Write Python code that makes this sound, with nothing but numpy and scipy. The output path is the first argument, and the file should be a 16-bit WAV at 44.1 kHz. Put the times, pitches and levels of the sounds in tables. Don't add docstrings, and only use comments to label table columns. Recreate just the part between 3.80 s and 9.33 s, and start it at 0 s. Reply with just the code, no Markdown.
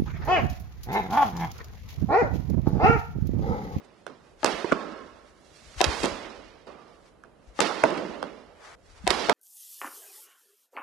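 import sys
import numpy as np
from scipy import signal
from scipy.io import wavfile
from scipy.ndimage import uniform_filter1d, minimum_filter1d

SR = 44100
rng = np.random.default_rng(int(sys.argv[2]) if len(sys.argv) > 2 else 0)


def master_out(mix):
    frames = np.transpose(np.atleast_2d(mix))
    ceiling = np.clip(frames, -1, 1)
    pcm = np.round(ceiling * 32767).astype(np.int16)
    wavfile.write(sys.argv[1], SR, pcm)


def to_linear_factor(level_db):
    exponent = np.asarray(level_db, float) / 20
    return 10 ** exponent


N = 243866

CUTS = [1.6, 2.869, 4.953]
# (centre [Hz], camera level [dB], clothing level [dB])
AIR = [(60, -87.5, -68), (136.72, -66.5, -70), (250, -64, -70), (483.1, -59, -68), (1054.7, -66.5, -70.5),
       (2210, -73, -76), (3554, -77.5, -79), (8962, -76.5, -83.5)]
AIR_TAKE_DB = [-2, 0, -2.5, -4.5]
# (time [s], peak level [dB], time to fall 20 dB [s])
JOLTS = [(.56, -50, 0.1171), (.75, -45, 0.0391), (.92, -62, 0.2261), (1.29, -59, 0.5859),
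         (1.72, -56, 0.0666), (1.87, -46, 0.0564), (1.97, -28.5, 0.0114), (2.085, -26, 0.049),
         (2.221, -36, -0.0491), (2.32, -44, -0.1328), (2.62, -50, -0.3324), (2.93, -62.5, -0.2222),
         (3.31, -64.5, 0.5647), (3.69, -40.5, -0.0054), (4.04, -36, 0.0195), (4.2, -54.5, 0.414),
         (4.71, -60, 0.285), (5.259, -40, 0.2536), (5.36, -45, 0.0029), (5.53, -54.5, 0.239)]
# (peak time [s], time to fall 20 dB [s], level [dB], left minus right [dB], low swish over it [dB])
RUSTLES = [(.05, 0.0224, -63.5, -10.5, -10.5), (.17, 0.29, -73.5, -1, -7), (.5, 0.1812, -71, -5.5, 2.5),
           (1.55, -1.5, -67.5, -5, -5.5), (1.809, 0.3868, -58.5, -10.5, -14.5),
           (2.201, 0.2054, -42, -13, -8), (3.15, 0.3964, -71, -2, -5), (3.26, -0.0402, -64.5, 2.5, -4.5),
           (3.7, 0.2716, -71, -4.5, -11), (4.85, .1, -56, 1.5, 4), (4.92, -0.1474, -61, 3, 8),
           (5.06, .07, -68, -7, -4.5), (5.11, 0.136, -64, -2.5, -4.5), (5.18, 0.0619, -59.5, -3, 1)]
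# (contact time [s], level [dB], left minus right [dB], low swish over it [dB])
SWINGS = [(0.631, -57.5, -7.5, -0.5), (2.005, -41.5, 4.5, -1.5), (3.789, -50.5, 0.5, -1),
          (5.267, -51.5, -4.5, 2.5)]
# (time [s], camera level [dB], clothing level [dB], pitch [Hz], t60 [s])
THUDS = [(0.918, -47, -29, 45.11, 0.0413), (1.96, -58, -30.5, 50.46, 0.1251),
         (2.06, -50, -25, 140.3, 0.05013), (2.076, -42.5, -20, 62.26, 0.06855),
         (2.31, -58, -39, 110.2, .06), (3.67, -58, -42, 51.56, 0.14617), (5.239, -37, -65, 191.1, 0.1132),
         (5.283, -39.5, -30, 49.95, 0.0757)]
# (time [s], centre [Hz], width [Hz], camera level [dB], t60 [s])
SHEET = [(0.924, 1080, 60, -38, 1.2685), (0.926, 1320, 111.2, -40.5, 1.3407),
         (0.926, 1626, 250, -44.5, 1.449), (2.87, 1171, 123.5, -50.5, 1.0975)]

# (time at camera [s], camera level [dB], clothing level [dB], crack level [dB], hall level [dB])
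BAT_FRONT = [(.6453, -2, -13.5, -4.5, -25), (3.8047, -0.5, -10.5, -1.5, -23.5)]
BAT_SIDE = [(2.0137, 0.00012, -5.5, -2.5, -23.5), (5.2762, 0.00194, -8.5, -1.5, -22)]
WALL_ECHO = [(.6609, -10, -26.5, -7, -43.5), (3.8169, -17.5, -26, -4.5, -44.5), (2.042, -1, -23, 4.5, -36),
             (5.3046, -1, -23.5, 7, -34.5)]
PANEL = [(.9212, -4, -17.5, -18, -36)]
BOARD = [(4.0375, -.5, -11, -14, -26), (5.4957, -1, -12, -5, -28)]
BEFORE_CHANGE = [(-.2, -60, -70, -10, -43), (2.8, -60, -69.5, -14.5, -40.5)]
NET = [(2.234, -11, -12.5, 3, -38), (2.241, -11.5, -29, -3, -41), (2.249, -17, -16.5, 8.5, -35),
       (2.257, -13, -34.5, 25, -50.5), (4.105, -25, -26.5, -2, -69), (4.174, -25.5, -48, -6, -43.5),
       (4.189, -34, -28.5, -41, -61), (4.25, -28, -30, -39, -53.5), (4.296, -29, -34.5, -36.5, -60.5),
       (.8445, -14.5, -39.5, -25.5, -51.5)]
BOUNCE = [(.266, -19, -49.5, -10, -51.5), (4.4279, -13.5, -22.5, -14, -47.5)]
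TAP = [(1.943, -41.5, -46.5, 2.5, -65.5), (3.4372, -34, -54.5, -16, -63.5)]

# (pitch [Hz], level [dB], t60 [s])
WILLOW_FRONT = [(309.77, 2.5, 0.02373), (588.48, 0.5, 0.015743), (818.05, -0.5, 0.03628),
                (1216.6, 1, 0.016776), (1808.3, -2.5, 0.01502), (2901.7, -4, 0.0073)]
WILLOW_SIDE = [(322.77, -1.5, 0.023), (705.67, 3, 0.028), (968.17, -3, 0.015), (1769.2, 0.5, 0.01),
               (2481.7, -3.5, 0.0078), (3816.3, -0.5, .008)]
PANEL_MODES = [(276.03, 3.5, 0.0373), (564.36, -2, 0.01902), (1098.2, -9.5, 0.0652), (1320, 5, 0.02938),
               (2112, -11.5, 0.0125)]
BOARD_MODES = [(250, -18, 0.046), (422.09, 3, 0.0198), (677.06, 2.5, 0.0534), (913.2, 4, 0.03),
               (1495.1, 2.5, 0.01097), (2348.1, 6, 0.006368)]
NET_MODES = [(319.21, 5, 0.04025), (541.37, -8, 0.03887), (912.33, -3.5, 0.02223), (1832.6, -10.5, 0.02408)]
TURF_MODES = [(453.53, -3, 0.01687), (774.66, -3, 0.01787), (1351.7, 5.5, 0.00856),
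              (3435.4, -12.5, 0.01522)]
TAP_MODES = [(499.4, -20.5, 0.01212), (1259.4, 5, 0.0185), (1730.7, -1.5, 0.01727), (3228, -15, 0.00737)]
# (blows, modes, lead with camera in front [ms], lead with camera at the side [ms])
KINDS = [
    (BAT_FRONT, WILLOW_FRONT, 14.4, 14.4),
    (BAT_SIDE, WILLOW_SIDE, 8.1, 8.1),
    (WALL_ECHO, WILLOW_SIDE, 1.5, .8),
    (PANEL, PANEL_MODES, 6.8, 6.8),
    (BOARD, BOARD_MODES, 3.6, 9.8),
    (NET, NET_MODES, .1, 2.5),
    (BOUNCE, TURF_MODES, 1.1964, 1.2),
    (TAP, TAP_MODES, -3.5, 1.5),
    (BEFORE_CHANGE, BOARD_MODES, 2.9168, 2.9959),
]
# (build-up [s], early level [dB], early t60 [s], tilt [dB per octave])
ANSWERS = [(0.014357, 1, 0.1554, 1.1047), (0.0411, 8, 0.1184, 2), (0.0022, 23, 0.04163, 3.5),
           (0.00446, 22, 0.04917, -3.5), (0.00579, 13.5, 0.06521, -2.5), (0.001826, 10.5, 0.12149, -.5),
           (0.01364, 14, 0.1564, -1.5), (.011, 13.5, 0.13806, -2.5), (.006, -2.5, 0.1954, -1.0852)]
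# (delay [s], level [dB])
ROOF = [(0.011, -7), (.013, -14.5), (0.0036, -8), (0.0083, -18.5), (0.017, -18.5), (.005, -15.5),
        (.0115, -9), (0.01, -9.5), (.01, -9)]
# (centre [Hz], t60 [s], camera level [dB], clothing level [dB])
HALL = [(130.13, 0.4, -27, -21.5), (250, 1.1277, -7.5, -16), (474.71, 1.3716, -4, -13.5),
        (974.1, 1.1983, -4.5, -16), (2097.2, 1.4038, -9.5, -20), (3842.8, 1.36, -12, -28.5),
        (7620, 0.7877, -27, -35)]

JOLT_RISE, JOLT_FLOOR_DB = 0.9448, -70
WHIP_DB_PER_S, LIFT_DB, LIFT_DB_PER_S = 454, -20.5, 150
MODE_SCATTER_DB = 2
CRACK_S, HISS_S = 0.0009379, 0.0012
TURF_ECHO_S, TURF_ECHO_DB = 0.0019096, -6.5
CLOTH_CUT_HZ = 3086
TAIL = int(1.9 * SR)
LEAK_TO_RIGHT, LEAK_TO_LEFT = 0.24444, 0.18179


def band(x, lo_hz, hi_hz):
    sos = signal.butter(2, [lo_hz, min(hi_hz, .45 * SR)], "bandpass", fs=SR, output="sos")
    y = signal.sosfilt(sos, x)
    return y / np.sqrt(np.mean(y ** 2, axis=-1, keepdims=True))


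def walk(rate):
    hold = int(SR / rate)
    steps = np.repeat(rng.standard_normal(N // hold + 1), hold)
    return 0.7502 * uniform_filter1d(uniform_filter1d(steps, hold), hold)[:N]


def fade(t, t60):
    return np.exp(-np.log(1000) * t / abs(t60))


def swell(t, s, rise_s, fall_s):
    same_take = np.searchsorted(CUTS, t) == np.searchsorted(CUTS, s)
    return same_take * to_linear_factor(-20 * np.maximum((s - t) / rise_s, (t - s) / fall_s))


def per_mic(cloth_db, cam_db):
    return np.array([[cloth_db], [cam_db]])


def add(out, x, at, since):
    edges = np.r_[0, np.array(CUTS) * SR, N].astype(int)
    take = np.searchsorted(CUTS, since)
    i = int(round(at * SR))
    first = max(i, edges[take])
    last = max(first, min(i + len(x), edges[take + 1]))
    out[first:last] += x[first - i:last - i]


def air():
    t, common = np.arange(N) / SR, walk(0.57755)
    out = np.zeros((2, N))
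    for hz, cam_db, cloth_db in AIR:
        noise = band(rng.standard_normal((2, N)), hz / 2 ** .5, hz * 2 ** .5)
        drift_db = 3.4474 * common + 3.1645 * walk(4.6281)
        out += noise * to_linear_factor(per_mic(cloth_db, cam_db)) * to_linear_factor(drift_db)
    return out * to_linear_factor(np.array(AIR_TAKE_DB)[np.searchsorted(CUTS, t)])


def clothing():
    t = np.arange(N) / SR
    out = np.zeros((2, N))
    jolts = to_linear_factor(JOLT_FLOOR_DB)
    for s, db, fall_s in JOLTS:
        jolts = jolts + to_linear_factor(db) * swell(t, s, JOLT_RISE * fall_s, fall_s)
    out[0] = jolts * to_linear_factor(-2.0) * band(rng.standard_normal(N), 28, 71.787)

    grain = to_linear_factor(3.2 * walk(40))
    high = band(rng.standard_normal((2, N)), 1500, 6707.3)
    low = band(rng.standard_normal((2, N)), 600, 1933)
    moves = [(swell(t, s, fall_s, fall_s), *how) for s, fall_s, *how in RUSTLES]
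    for s, *how in SWINGS:
        whip = swell(t, s, 20 / WHIP_DB_PER_S, 0.0024)
        lift = to_linear_factor(LIFT_DB) * swell(t, s, 20 / LIFT_DB_PER_S, .002)
        moves.append((whip + lift, *how))
    for shape, db, pan_db, low_db in moves:
        swish = high + to_linear_factor(low_db) * low
        out += shape * grain * swish * to_linear_factor(db + per_mic(pan_db, -pan_db) / 2)
    return out


def thuds():
    out, t = np.zeros((2, N)), np.arange(SR // 3) / SR
    for s, cam_db, cloth_db, hz, t60 in THUDS:
        bump = np.sin(2 * np.pi * hz * t) * np.minimum(t * hz, 1) * fade(t, t60) * 3
        add(out[0], to_linear_factor(cloth_db) * bump, s, s)
        add(out[1], to_linear_factor(cam_db) * bump, s, s)
    return out


def sheet():
    out, t = np.zeros((2, N)), np.arange(TAIL) / SR
    for s, hz, width_hz, db, t60 in SHEET:
        ring = band(rng.standard_normal((2, TAIL)), hz - width_hz / 2, hz + width_hz / 2) * fade(t, t60)
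        add(out[0], to_linear_factor(db - 9) * ring[0], s, s)
        add(out[1], to_linear_factor(db) * ring[1], s, s)
    return out


def hall(echoes, lumps, build_s, early_db, early_t60, tilt_db):
    t = np.arange(TAIL) / SR
    shape = (1 - np.exp(-t / build_s)) * (1 + to_linear_factor(early_db) * fade(t, early_t60) * lumps)
    tail = 0
    for (hz, t60, cam_db, cloth_db), echo in zip(HALL, echoes):
        level_db = per_mic(cloth_db, cam_db) + tilt_db * np.log2(hz / 1000)
        tail = tail + to_linear_factor(level_db) * fade(t, t60) * echo
    return shape * tail


def blow(modes, crack_db, chance, noise, swell_s):
    t = np.arange(len(noise)) / SR
    ring = np.zeros(len(t))
    for k, ((hz, db, t60), c) in enumerate(zip(modes, chance)):
        level = (-1) ** k * to_linear_factor(db + MODE_SCATTER_DB * c)
        tone = np.sin(2 * np.pi * hz * (1 + 0.05558 * c) * t)
        ring += level * fade(t, t60 * (1 + 90 * swell_s)) * tone
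    ring *= 1 - np.exp(-t / swell_s)
    click = np.diff(np.exp(-((t - .0002) / .000065) ** 2), prepend=0)
    spray = 0.6148 * noise * (np.exp(-t / CRACK_S) + 0.14 * np.exp(-t / HISS_S))
    crack = click / click.max() + spray
    y = ring / abs(ring).max() + to_linear_factor(crack_db) * crack
    lag = int(TURF_ECHO_S * SR)
    y[lag:] += to_linear_factor(TURF_ECHO_DB) * y[:-lag]
    return y / abs(y).max()


def knocks():
    out = np.zeros((2, N))
    dull = signal.butter(2, CLOTH_CUT_HZ, fs=SR, output="sos")
    spray = band(rng.standard_normal(N), 1000, 6908.4)
    dense = []
    for hz, *_ in HALL:
        noise = band(rng.standard_normal((2, 2 * TAIL)), hz / 2 ** .5, hz * 2 ** .5)
        dense.append(noise * to_linear_factor(3.2497 * walk(39.693)[:2 * TAIL]))
    dense = np.array(dense)
    lumps = to_linear_factor(4.399 * walk(250))
    for (rows, modes, *leads_ms), answer, (roof_s, roof_db) in zip(KINDS, ANSWERS, ROOF):
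        chance = rng.random((16, 14))
        for c, (s, cam_db, cloth_db, crack_db, hall_db) in zip(chance, rows):
            lead_ms = leads_ms[np.searchsorted(CUTS, s) % len(leads_ms)]
            a, b = (c[:2] * TAIL).astype(int)
            far = blow(modes, crack_db, 2 * c[2:8] - 1, spray[a:a + 4096], 0.0003403)
            near = blow(modes, crack_db - 1.5, 3 * c[8:] - 1.5, spray[b:b + 4096], 0.004593)
            near = signal.sosfilt(dull, near)
            tail = to_linear_factor(hall_db) * hall(dense[..., a:a + TAIL], lumps[b:b + TAIL], *answer)
            heard = s + .25 if cam_db < -50 else s + .001
            for mic, x, at, db in (0, near, s - lead_ms / 1000, cloth_db), (1, far, s, cam_db):
                add(out[mic], to_linear_factor(db) * x, at, heard)
                add(out[mic], to_linear_factor(db + roof_db) * signal.sosfilt(dull, x), at + roof_s, heard)
                add(out[mic], tail[mic], at, heard)
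    return signal.sosfilt(signal.butter(2, 120, "highpass", fs=SR, output="sos"), out)


def scene():
    return air() + clothing() + thuds() + sheet() + knocks()


def thin(x, from_hz, share, left_db, jump_db):
    hz, _, z = signal.stft(x, SR, nperseg=1024)
    strip = uniform_filter1d(uniform_filter1d(abs(z), size=4, axis=1), size=3, axis=2)
    around = uniform_filter1d(strip, size=17, axis=1)
    treble = abs(z[:, hz > from_hz]).mean(axis=(0, 1))
    steady = treble < to_linear_factor(jump_db) * minimum_filter1d(treble, size=5)
    weak = (strip < share * around) & (hz[:, None] > from_hz) & steady
    return signal.istft(np.where(weak, to_linear_factor(left_db) * z, z), SR, nperseg=1024)[1][:, :N]


def low_pass(x):
    return signal.sosfilt(signal.butter(12, 12830, fs=SR, output="sos"), x)


def record(dry):
    x = np.array([[1, LEAK_TO_LEFT], [LEAK_TO_RIGHT, 1]]) @ dry
    x = np.tanh(0.9204 * x) / 0.79878
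    x = signal.sosfilt(signal.butter(2, 38, "highpass", fs=SR, output="sos"), x)
    x = signal.sosfilt(signal.cheby2(8, 26, 12300, fs=SR, output="sos"), x)
    x = thin(x, from_hz=2200, share=.94, left_db=-20, jump_db=7)
    return low_pass(x)


dry = scene()
out = record(dry)
master_out(out)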